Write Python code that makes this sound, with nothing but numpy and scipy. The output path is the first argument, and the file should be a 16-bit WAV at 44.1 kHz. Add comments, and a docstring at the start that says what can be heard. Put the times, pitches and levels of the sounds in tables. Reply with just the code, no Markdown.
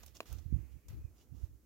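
"""Weaving willow in a garden.

Rods are worked into a panel a few metres away. One knocks on a stake and rings in damped wood modes.
Tips tick; bark slides, scrapes and squeaks in small slips; the panel flexes and sleeves rustle.
Behind are still air, a faint hiss and two notes of a far bird.
Light wind buffets the two microphone ports separately, mostly the right one."""
import sys
import numpy as np
from scipy import signal
from scipy.fft import rfft, irfft
from scipy.io import wavfile
from scipy.ndimage import uniform_filter1d

SR = 44100
rng = np.random.default_rng(int(sys.argv[2]) if len(sys.argv) > 2 else 0)


def generate_wav(sig):
    """Save sig (samples, or channels by samples) to the path in sys.argv[1] as 16-bit PCM at SR."""
    pcm = np.round(np.clip(np.atleast_2d(sig).T, -1, 1) * 32767).astype(np.int16)
    wavfile.write(sys.argv[1], SR, pcm)


N = 72765
TIME_S = np.arange(N) / SR
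FREQ_HZ = np.fft.rfftfreq(N, 1 / SR)


def undb(db):
    """Decibels to gain."""
    return 10 ** (np.asarray(db) / 20)


def pan(left_minus_right_db):
    """Left and right gains."""
    return undb(np.array([[left_minus_right_db], [-left_minus_right_db]]) / 2)


def colour(x, spectrum):
    """Shape by (f/Hz, level/dB) points, 12 dB/octave roll-off below the first; rms 1."""
    hz, db = np.array(spectrum).T
    f = np.maximum(FREQ_HZ, 1)
    roll_off = np.minimum(f / hz[0], 1) ** 2
    gain = undb(np.interp(np.log(f), np.log(hz), db))
    y = irfft(rfft(x) * roll_off * gain, N)
    return y / np.sqrt(np.mean(y ** 2))


def ports(three_signals, crossover_hz=1450):
    """One shared and two separate signals to stereo: alike in the bass, different in the treble."""
    apart = FREQ_HZ / (FREQ_HZ + crossover_hz)
    spectra = rfft(three_signals)
    return irfft(np.sqrt(1 - apart) * spectra[0] + np.sqrt(apart) * spectra[1:], N)


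def noise(spectrum):
    """Coloured noise at both ports."""
    return colour(ports(rng.standard_normal((3, N))), spectrum)


def swell(start, attack, hold, release):
    """Linear rise, hold, exponential release."""
    t = TIME_S - start
    rise = np.clip(t / max(attack, 1 / SR), 0, 1)
    return rise * np.exp(-np.maximum(t - attack - hold, 0) / release)


def strokes(rows):
    """Envelope of summed swells."""
    return sum(undb(db) * swell(start, attack, hold, release) for start, attack, hold, release, db in rows)


# Air spectrum: f/Hz, level/dB
AIR_SPECTRUM = [(30, 6), (70, -4), (150, -6), (300, -3.5), (500, -13), (800, -23), (1500, -25.5),
                (2500, -29.5), (3700, -30.5), (6700, -25), (8400, -30), (13000, -24), (16000, -23.5)]
# Hiss swell: t/s, attack/s, hold/s, release/s, level/dB
HISS_SWELL = [(.47, 0.075, 0.075, 0.36, -76.5)]
# Hiss spectrum: f/Hz, level/dB
HISS_SPECTRUM = [(1500, -18), (2100, -11), (2450, -8.5), (2850, -14.5), (3400, -24)]


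def garden_air(floor_db=-70):
    """Still air and one faint swell of narrow hiss."""
    return undb(floor_db) * noise(AIR_SPECTRUM) + strokes(HISS_SWELL) * noise(HISS_SPECTRUM)


# Bird notes: t/s, length/s, top f/Hz, level/dB
BIRD_NOTES = [(0.955, .038, 2320, -79), (0.984, 0.13, 2520, -80.5)]


def far_bird(arch=0.185, top_at=0.35, waver_depth=0.016):
    """Thin wavering notes that arch and fall in pitch."""
    waver = colour(rng.standard_normal(N), [(30, 1), (100, 3), (400, -33)])
    out = 0
    for start, length, top_hz, db in BIRD_NOTES:
        along = np.clip((TIME_S - start) / length, 0, 1)
        hz = top_hz * (1 - arch * (along - top_at) ** 2 + waver_depth * waver)
        tone = np.sin(2 * np.pi * np.cumsum(hz) / SR)
        out += undb(db) * np.sin(np.pi * along) * tone
    return out


# Turbulence spectrum before levelling and tilt: f/Hz, level/dB
TURBULENCE_SPECTRUM = [(38, -23), (60, -0.5), (90, -10), (130, -20.5), (200, -33), (320, -24), (600, -52),
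                       (2000, -87)]


def turbulence(breeze, levelling_s=0.033):
    """Rumble on one port, levelled, then scaled by the strength of the breeze."""
    raw = colour(rng.standard_normal(N), TURBULENCE_SPECTRUM)
    power = uniform_filter1d(np.abs(signal.hilbert(raw)) ** 2 / 2, int(levelling_s * SR))
    tilt = [(20, -7.5), (160, -4.0), (1000, -31.5)]
    times, db = np.array(breeze).T
    return colour(raw / np.sqrt(power), tilt) * undb(np.interp(TIME_S, times, db))


# Breeze on each port: t/s, level/dB
BREEZE_LEFT = [(0, -77), (.6, -69), (.83, -72), (.88, -47), (.99, -40), (1.04, -56), (1.16, -66),
               (1.45, -81), (1.49, -53.5), (1.56, -67.5)]
BREEZE_RIGHT = [(0, -52.5), (.16, -57.5), (.2, -63), (.25, -71), (.29, -49), (.35, -38.5), (.44, -48),
                (.5, -40), (.56, -32.5), (.65, -45), (.69, -53), (.76, -42.5), (.82, -72), (.9, -53),
                (1.04, -46.5), (1.17, -64), (1.28, -65.5), (1.325, -41.5), (1.42, -50), (1.49, -57),
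                (1.55, -49), (1.6, -71)]
# Eddies: t/s, level/dB, f/Hz, port
EDDIES = [(0.328, -29, 53, "right"), (.463, -25.5, 78, "right"), (0.5272, -22, 156, "right"),
          (.544, -17, 71.5, "right"), (0.5636, -25, 110, "right"), (.592, -33.5, 74, "right"),
          (0.9096, -33.5, 84, "left"), (1.051, -25.5, 60.4, "right"), (1.328, -36, 83, "right"),
          (1.4399, -23.5, 58, "right")]


def wind(eddy_cycles=0.43):
    """Independent rumble on the two ports; single eddies thump one of them."""
    pressure = {"left": turbulence(BREEZE_LEFT), "right": turbulence(BREEZE_RIGHT)}
    for centre, db, hz, port in EDDIES:
        cycles = (TIME_S - centre) * hz
        envelope = 1 / np.cosh(np.clip(2 * cycles / eddy_cycles, -20, 20))
        pressure[port] += undb(db) * envelope * np.cos(2 * np.pi * cycles)
    return np.array([pressure["left"], pressure["right"]])


# Sleeve strokes: t/s, attack/s, hold/s, release/s, level/dB
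SLEEVE_STROKES = [(.48, 0.071, 0.027, 0.17, -70), (.95, 0.032, 0.094, 0.19, -75),
                  (1.34, 0.092, 0.022, 0.027, -69.5)]
# Sleeve spectrum: f/Hz, level/dB
SLEEVE_SPECTRUM = [(300, 20), (700, 5.5), (1500, 0.5), (2500, -9), (4000, -17), (6500, 0), (8500, -10.5),
                   (14000, -3.5), (16000, -7.5)]


def sleeves():
    """Cloth rustles in soft swells of noise."""
    return strokes(SLEEVE_STROKES) * noise(SLEEVE_SPECTRUM)


def stick_slip(spectrum, slips_per_s=7000, scatter_db=2):
    """Friction as dense clicks of uneven size."""
    slips = rng.random(N) < slips_per_s / SR
    sizes = undb(scatter_db * np.minimum(rng.exponential(size=N), 2))
    return colour(ports(slips * sizes * rng.standard_normal((3, N))), spectrum)


def weave_resonances(x, spacing_hz=140, ripple_db=2.0):
    """The crowd of rods rings at many close, irregular frequencies."""
    knots_hz = np.arange(0, SR / 2, spacing_hz)
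    gain = undb(ripple_db * np.interp(FREQ_HZ, knots_hz, rng.standard_normal(len(knots_hz))))
    return irfft(rfft(x) * gain / np.sqrt(np.mean(gain ** 2)), N)


# Friction strokes: t/s, attack/s, hold/s, release/s, level/dB
ROD_SLIDES = [(-.01, 0.0035, 0.0086, 0.098, -64), (.254, 0.0013, 0.062, 0.11, -66),
              (.886, 0.0076, 0.015, 0.05, -65), (1.39, 0.045, 0.015, 0.047, -76.5)]
BARK_SCRAPES = [(.144, 0.0094, 0.013, 0.018, -58.5), (.07, 0.0057, 0.0077, 0.025, -69.5),
                (.26, 0.0048, 0.063, 0.057, -64), (.71, 0.012, 0.0066, 0.024, -76),
                (1.14, 0.049, 0.032, 0.025, -71.5), (1.325, 0.029, 0.098, 0.02, -76.5)]
PANEL_FLEXES = [(.3, 0.014, 0.015, 0.045, -64), (.89, 0.021, 0.013, 0.066, -72.5),
                (1.1, 0.042, 0.1, 0.096, -81.5)]
# Slide, scrape and wood body spectra: f/Hz, level/dB
SLIDE_SPECTRUM = [(200, 2), (350, -1.5), (1000, -6.5), (1500, -4), (2500, -5.5), (4400, -7), (7000, -8),
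                  (8600, -15.5), (12500, -5.5), (16000, -8)]
SCRAPE_SPECTRUM = [(300, 0.5), (1200, -7), (2200, -10.5), (3100, -1.5), (4400, -5.5), (5600, -0.5),
                   (7000, -2.5), (8500, -12.5), (16000, -9.5)]
WOOD_SPECTRUM = [(150, 10), (400, 7.5), (1400, 2.5), (2500, -12.5), (5000, -47)]


def rubbing():
    """Rods slide through the weave, bark scrapes bark, the bent panel gives a low woody rub."""
    slide = strokes(ROD_SLIDES) * stick_slip(SLIDE_SPECTRUM)
    scrape = strokes(BARK_SCRAPES) * stick_slip(SCRAPE_SPECTRUM)
    flex = strokes(PANEL_FLEXES) * stick_slip(WOOD_SPECTRUM)
    return weave_resonances(slide) + weave_resonances(scrape) + weave_resonances(flex)


# Squeaks: t/s, f/Hz, level/dB, half length/s
BARK_SQUEAKS = [(0.1695, 5600, -46.5, 0.001), (0.888, 7000, -56.5, 0.0018), (1.214, 2944, -76, 0.014)]


def bark_squeaks(roughness=0.045):
    """Damp bark catches for an instant and sings on one rough note."""
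    waver = noise([(50, 7), (900, -6), (2500, -25)])
    out = 0
    for centre, hz, db, half_length in BARK_SQUEAKS:
        tone = np.sin(2 * np.pi * np.cumsum(hz * (1 + roughness * waver), axis=1) / SR)
        envelope = np.exp(-((TIME_S - centre) / half_length) ** 2)
        out += undb(db) * envelope * tone
    return out


# Ticks: t/s, snap level/dB, click level/dB, wood level/dB, attack/s, decay/s
TIP_TICKS = [(0.0304, -60, -55, -55.5, 0.0046, 0.0045), (0.0617, -50.5, -59, -68, 0.00056, 0.0056),
             (0.076, -69, -63.5, -70, 0.0046, 0.0077), (0.1668, -74, -57.5, -94, 0.002, .003),
             (0.256, -85, -63.5, -58.5, 0.0016, 0.0063), (0.327, -45.5, -59, -78, 0.0004, 0.0031),
             (0.3836, -71, -61, -65.5, 0.0008, 0.0097), (0.8836, -58, -60, -63.5, 0.00047, 0.0065)]
# Snap and click spectra: f/Hz, level/dB
SNAP_SPECTRUM = [(2000, -27), (6000, -15), (9000, -13.5), (14000, -7.5), (16000, -9)]
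CLICK_SPECTRUM = [(1000, -20), (3000, 8), (4500, 2), (5700, 11), (7200, 6.5), (8500, -2.5), (16000, -20)]


def tip_ticks():
    """Thin tips flick past one another: a bright snap, a click and a little wood."""
    snap, click, wood = noise(SNAP_SPECTRUM), noise(CLICK_SPECTRUM), noise(WOOD_SPECTRUM)
    out = 0
    for start, snap_db, click_db, wood_db, attack, decay in TIP_TICKS:
        blend = undb(snap_db) * snap + undb(click_db) * click + undb(wood_db) * wood
        out += swell(start, attack, 0, decay) * blend
    return out


# Rod and stake modes: f/Hz, level/dB, t60/s
WOOD_MODES = [(484, -21, 0.0042), (673, -3.5, 0.017), (1090, -3.5, 0.0096), (1570, -5.5, 0.0052),
              (2520, -6.5, 0.015), (2720, -5.5, 0.012), (3620, -20, 0.023), (4140, -13.5, 0.018),
              (5400, -20, 0.023), (5880, -19, 0.014), (6385, -20, 0.012), (7100, -20, 0.018)]


def wood_ring(start, contact_s, right_lag_s=0.00014):
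    """Damped modes of rod and stake after one hit, reaching the right port later."""
    t = np.maximum(TIME_S - start - np.array([[0], [right_lag_s]]), 0)
    modes = sum(undb(db) * np.sin(2 * np.pi * hz * t) * np.exp(-np.log(1000) * t / t60)
                for hz, db, t60 in WOOD_MODES)
    return -modes * (1 - np.exp(-t / contact_s))


# Hit and rebound: t/s, level/dB
STAKE_HITS = [(0.2044, -29.5), (.2295, -52.5)]
# Crack and panel shiver spectra: f/Hz, level/dB
CRACK_SPECTRUM = [(500, 25.5), (7000, -4), (10000, -1), (15000, 1)]
SHIVER_SPECTRUM = [(100, -11.5), (300, 7.5), (700, -6), (1500, -12), (3000, -13), (7000, -22.5),
                   (16000, -15)]


def stake_knock(contact_s=0.00008, crack_db=-41, shiver_db=-54.5, low_cut_hz=237):
    """A rod hits a stake and rebounds: ringing wood, a crack and a shiver of the weave."""
    wood = sum(undb(db) * wood_ring(start, contact_s) for start, db in STAKE_HITS)
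    first_s = STAKE_HITS[0][0]
    crack = undb(crack_db) * swell(first_s, contact_s, hold=0, release=0.0029) * noise(CRACK_SPECTRUM)
    shiver = undb(shiver_db) * swell(first_s, 0.00056, hold=0, release=0.027) * noise(SHIVER_SPECTRUM)
    # Little bass below about 240 Hz in the knock.
    bass_cut = signal.butter(2, low_cut_hz, "high", fs=SR, output="sos")
    return signal.sosfilt(bass_cut, wood + crack + shiver)


def scene():
    """Weaving and garden, both right of centre, plus wind on the ports."""
    knock = stake_knock() * pan(-1.5)
    handling = (tip_ticks() + bark_squeaks() + rubbing() + sleeves()) * pan(-4)
    garden = (far_bird() + garden_air()) * pan(-3)
    return knock + handling + garden + wind()


def record(dry, low_cut_hz=35, high_cut_hz=16000):
    """Cut the deepest bass and the top."""
    high_pass = signal.butter(3, low_cut_hz, "high", fs=SR, output="sos")
    low_pass = signal.ellip(8, 0.2, 70, high_cut_hz, fs=SR, output="sos")
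    return signal.sosfilt(low_pass, signal.sosfiltfilt(high_pass, dry))


dry = scene()
out = record(dry)
generate_wav(out)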